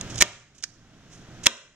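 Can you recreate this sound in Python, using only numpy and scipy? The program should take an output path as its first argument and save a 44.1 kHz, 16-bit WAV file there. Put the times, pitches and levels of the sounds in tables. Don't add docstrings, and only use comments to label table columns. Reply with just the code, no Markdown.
import sys
import numpy as np
from scipy import signal
from scipy.fft import rfft, irfft, next_fast_len
from scipy.io import wavfile
from scipy.ndimage import uniform_filter1d

SR = 44100
rng = np.random.default_rng(int(sys.argv[2]) if len(sys.argv) > 2 else 0)


def generate_wav(sig):
    pcm = np.round(np.clip(np.atleast_2d(sig).T, -1, 1) * 32767).astype(np.int16)
    wavfile.write(sys.argv[1], SR, pcm)


N = 77175


def snaps(ring_db=5, width_hz=240):
    hits = [(0.2222, 30.5, 0.0013, 2155), (0.225, 20.5, .0018, 2062), (0.2278, 23, 0.00096, 1883),
            (1.4677, 30, 0.0017, 2730), (1.469, 29.5, .0018, 3460)]
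    spectrum = [(30, -29), (120, -19.5), (300, -13), (800, -9.5), (1400, -10.5), (2100, -3.5), (3100, -3),
                (4300, -8), (6500, -6), (8500, -13), (11000, -19), (16000, -34.5)]
    crack, ring = np.zeros((2, N))
    for start_s, db, decay_s, hz in hits:
        burst = amp(db) * contact(decay_s)
        add(crack, start_s, burst)
        add(ring, start_s, amp(ring_db) * resonate(burst, hz, width_hz))
    return crack, colour(crack + ring, spectrum)


def frame(force, ring_db):
    modes = [(600, 7, 0.015), (979, 3.5, .025), (1300, 3, .015), (1814, 7, 0.036), (2270, 4, 0.021),
             (3330, 1.5, 0.025), (5940, 2.5, 0.017), (6680, 8, .015)]
    ring = np.zeros(N)
    for hz, db, t60_s in modes:
        width_hz = np.log(1000) / (np.pi * t60_s)
        ring += amp(db + ring_db) * resonate(force, hz, width_hz)
    return force + ring


def recoil():
    thumps = [(0.2231, 7, 378.7, 0.0057), (1.468, 13.5, 289.4, 0.0017)]
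    t, out = np.arange(SR // 10) / SR, np.zeros(N)
    for start_s, db, hz, decay_s in thumps:
        add(out, start_s, amp(db) * np.sin(2 * np.pi * hz * t) * np.exp(-t / decay_s))
    return out


def trigger_clack():
    hits = [(.6381, 13, .0008), (.6403, 7.5, 0.0015)]
    spectrum = [(100, -22.5), (480, -25.5), (750, -13.5), (1050, -23), (1400, -1.5), (2500, -8),
                (3500, -14), (4700, -4), (6300, -2.5), (9000, -15), (12000, -25), (16000, -41.5)]
    return frame(blows(hits, spectrum), ring_db=-12.5)


def catch_rattle():
    hits = [(.2074, -3, .003), (.2105, -2.5, .003), (.2123, 0, 0.0033), (.2157, -5.5, .005),
            (1.458, -5, .005), (1.4605, -10.5, .004), (1.4629, 4.5, .004), (1.465, 4, 0.0022)]
    spectrum = [(100, -9.5), (500, -20), (1300, -18), (1900, -2.5), (2600, -10), (3400, -8), (4600, -11.5),
                (6000, -9.5), (8000, -9), (10000, -16.5), (12500, -25), (16000, -41.5)]
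    return frame(blows(hits, spectrum), ring_db=1.5)


def trigger_creak(grain_spread_db=4):
    rubs = [(0.01, -14.5, 0.0019, 0.0018), (0.098, -31.5, 0.0015, 0.021), (0.142, -36, .002, 0.017),
            (0.157, -21, 0.00033, 0.0029), (0.173, -32, 0.0015, 0.0092), (0.1793, -19.5, .001, 0.0046),
            (0.1865, -25, 0.00074, 0.0068), (.203, -19, 0.00082, 0.0043), (0.546, -27.5, 0.0034, 0.039),
            (0.58, -22.5, 0.0032, .01), (.605, -23, 0.00086, 0.0023), (0.6249, -10, 0.00088, 0.0057),
            (0.6329, -3.5, 0.0019, 0.0056), (1.095, -31.5, 0.04, 0.045), (1.431, -19.5, 0.0093, 0.02)]
    spectrum = [(100, -30.5), (1000, -18.5), (2000, -8), (3000, -3), (4500, -12), (6500, 0), (9000, -12),
                (12000, -25.5), (16000, -40.5)]
    t, envelope = np.arange(N) / SR, np.zeros(N)
    for start_s, db, rise_s, decay_s in rubs:
        rise = np.minimum(t / rise_s, 1)
        fall = np.exp(-np.maximum(t - rise_s, 0) / decay_s)
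        add(envelope, start_s, amp(db) * rise * fall)
    grains = rng.standard_normal(N) * amp(grain_spread_db * rng.standard_normal(N))
    return colour(envelope * grains / grains.std(), spectrum)


def twangs():
    tones = [(.2226, -4, 598.3, .17), (0.2242, -18.5, 1830, .45), (.2226, -21.5, 2120, .45),
             (0.2235, -15.5, 2345, .45), (1.469, 3, 956, 0.095), (1.469, -13, 2840, 0.49),
             (1.468, -15, 3750, 0.37)]
    t, out = np.arange(SR) / SR, np.zeros(N)
    for start_s, db, hz, t60_s in tones:
        cycles = np.cumsum(hz * waver(SR, depth=0.023, smooth_s=0.0023)) / SR
        add(out, start_s, amp(db) * np.sin(2 * np.pi * cycles) * 1000 ** (-t / t60_s))
    return out


def quivers(width_hz=30):
    shakes = [(0.222, -17, 113.1, .045), (1.47, -9, 236.3, 0.033)]
    t, out = np.arange(N) / SR, np.zeros(N)
    for start_s, db, hz, decay_s in shakes:
        shake = resonate(rng.standard_normal(N), hz, width_hz)
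        shake = resonate(shake, hz, width_hz)
        add(out, start_s, amp(db) * shake / shake.std() * np.exp(-t / decay_s))
    return out


def room(x, onset_s=0.011, early_db=5.5, early_s=0.01):
    decay = [(100, 0.89), (250, 0.12), (550, 0.51), (800, 0.39), (1400, .5), (3700, 0.47), (7000, 0.52),
             (12000, 0.36)]
    likeness = [(100, 0.93), (700, 1), (1500, 1), (3000, 0.2), (7000, .1)]
    hz, frame_s, bands = signal.stft(noise_pair(likeness)[:, :SR], SR, nperseg=256)
    fade = 1000 ** (-frame_s / read(decay, hz)[:, None])
    _, tail = signal.istft(bands * fade, SR, nperseg=256)
    t = np.arange(tail.shape[1]) / SR
    tail *= np.minimum(t / onset_s, 1)
    tail *= 1 + amp(early_db) * np.exp(-t / early_s)
    return signal.fftconvolve(x[None], tail / np.linalg.norm(tail[0]), axes=1)[:, :N]


def air(noise_db=-17, hum_hz=115.9, hum_db=-43):
    spectrum = [(15, -7), (35, 2.5), (70, -5.5), (125, 0.5), (200, -3), (300, -6), (450, -14), (700, -13.5),
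                (900, -20), (1600, -16), (2300, -22), (3200, -22), (4500, -32.5), (6500, -28),
                (9000, -38.5), (12000, -44), (16000, -50)]
    likeness = [(100, 0.98), (600, 1), (1400, 1), (3000, 0.47), (7000, 0.13), (15000, .1)]
    swell = waver(N, depth=0.5, smooth_s=0.054)
    hum = swell * np.sin(2 * np.pi * (hum_hz * np.arange(N) / SR + rng.random()))
    return amp(noise_db) * colour(noise_pair(likeness), spectrum) + amp(hum_db) * hum


def contact(decay_s, passes=6):
    t = np.arange(0, 10 * decay_s, 1 / SR)
    fade = np.exp(-t / decay_s)
    grit = rng.standard_normal(N)[:len(t)]
    for _ in range(passes):
        bins = rfft(grit * fade)
        flat = irfft(bins / (abs(bins) + 1e-9), len(t))
        grit = np.clip(flat * np.linalg.norm(fade) / fade, -3, 3)
    return grit * fade


def blows(hits, spectrum):
    out = np.zeros(N)
    for start_s, db, decay_s in hits:
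        add(out, start_s, amp(db) * contact(decay_s))
    return colour(out, spectrum)


def resonate(x, hz, width_hz):
    radius = np.exp(-np.pi * width_hz / SR)
    pole = radius * np.exp(2j * np.pi * hz / SR)
    return 2 * signal.lfilter([1 - radius], [1, -pole], x).real


def colour(x, spectrum, lag=None):
    size = next_fast_len(2 * N)
    hz = np.fft.fftfreq(size, 1 / SR)
    log_gain = np.log(amp(read(spectrum, abs(hz))))
    response = np.exp(np.conj(signal.hilbert(log_gain)))
    if lag:
        response *= np.exp(-1j * np.sign(hz) * read(lag, abs(hz)))
    return np.fft.ifft(np.fft.fft(x, size) * response).real[..., :N]


def noise_pair(likeness):
    left, other = rfft(rng.standard_normal((2, N)))
    same = np.clip(read(likeness, np.fft.rfftfreq(N, 1 / SR)), -1, 1)
    right = same * left + np.sqrt(1 - same ** 2) * other
    return irfft(np.array([left, right]), N)


def waver(samples, depth, smooth_s):
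    drift = uniform_filter1d(rng.standard_normal(samples), round(smooth_s * SR))
    return 1 + depth * drift / drift.std()


def amp(db):
    return 10 ** (np.asarray(db) / 20)


def read(curve, hz):
    knots_hz, values = np.transpose(curve)
    return np.interp(np.log(hz + 1), np.log(knots_hz + 1), values)


def add(mix, start_s, sound):
    part = mix[round(start_s * SR):][:len(sound)]
    part += sound[:len(part)]


def scene(slap_send_db=-11, parts_send_db=-19):
    radiation = [(60, -17.5), (200, -12.5), (400, -13), (800, -14.5), (1500, -13), (2200, -15.5),
                 (3200, -16), (4500, -27), (7000, -20), (10000, -34.5), (16000, -52.5)]
    crack, slap = snaps()
    shots = frame(slap, ring_db=-5) + recoil()
    parts = trigger_creak() + trigger_clack() + catch_rattle()
    send = colour(crack + amp(slap_send_db) * shots, radiation) + amp(parts_send_db) * parts
    return shots + parts + twangs() + quivers() + room(send) + air()


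def record(dry, limit_db=-10, sense_s=0.0036, duck_s=0.0018, recover_db_per_s=17.5):
    left_port = [(100, -2.7), (1000, -2.23), (2300, -0.5), (3300, 3), (4100, 6), (5100, -5), (6500, -10),
                 (8000, -13.5), (10000, -5), (16000, -14)]
    right_port = [(100, -0.9), (1000, -1), (2300, -2.5), (3300, -3), (4100, 3.5), (5100, 9), (6500, 6.5),
                  (8000, 3), (10000, -3.5), (16000, -0.5)]
    left_lag = [(30, .03), (250, 0.42), (700, 0.58), (1400, 0.73), (2600, 0.5), (4000, 0.24), (6000, .3),
                (9000, 1.1), (16000, 0.4)]
    ceiling, cutoff_hz = 0.93, 16200
    x = np.array([colour(dry[0], left_port, left_lag), colour(dry[1], right_port)])
    power = abs(uniform_filter1d((x ** 2).mean(0), round(sense_s * SR)))
    level_db = 10 * np.log10(power + 1e-12)
    recovery_db = np.arange(N) / SR * recover_db_per_s
    held_db = np.maximum.accumulate(level_db + recovery_db) - recovery_db
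    over_db = np.maximum(held_db - limit_db, 0)
    pole = np.exp(-1 / (duck_s * SR))
    duck_db = signal.lfilter([1 - pole], [1, -pole], over_db)
    clipped = np.clip(x / amp(duck_db), -ceiling, ceiling)
    lowpass = signal.firwin(255, cutoff_hz, window=("kaiser", 8), fs=SR)
    return signal.oaconvolve(clipped, lowpass[None], "same")


dry = scene()
out = record(dry)
generate_wav(out)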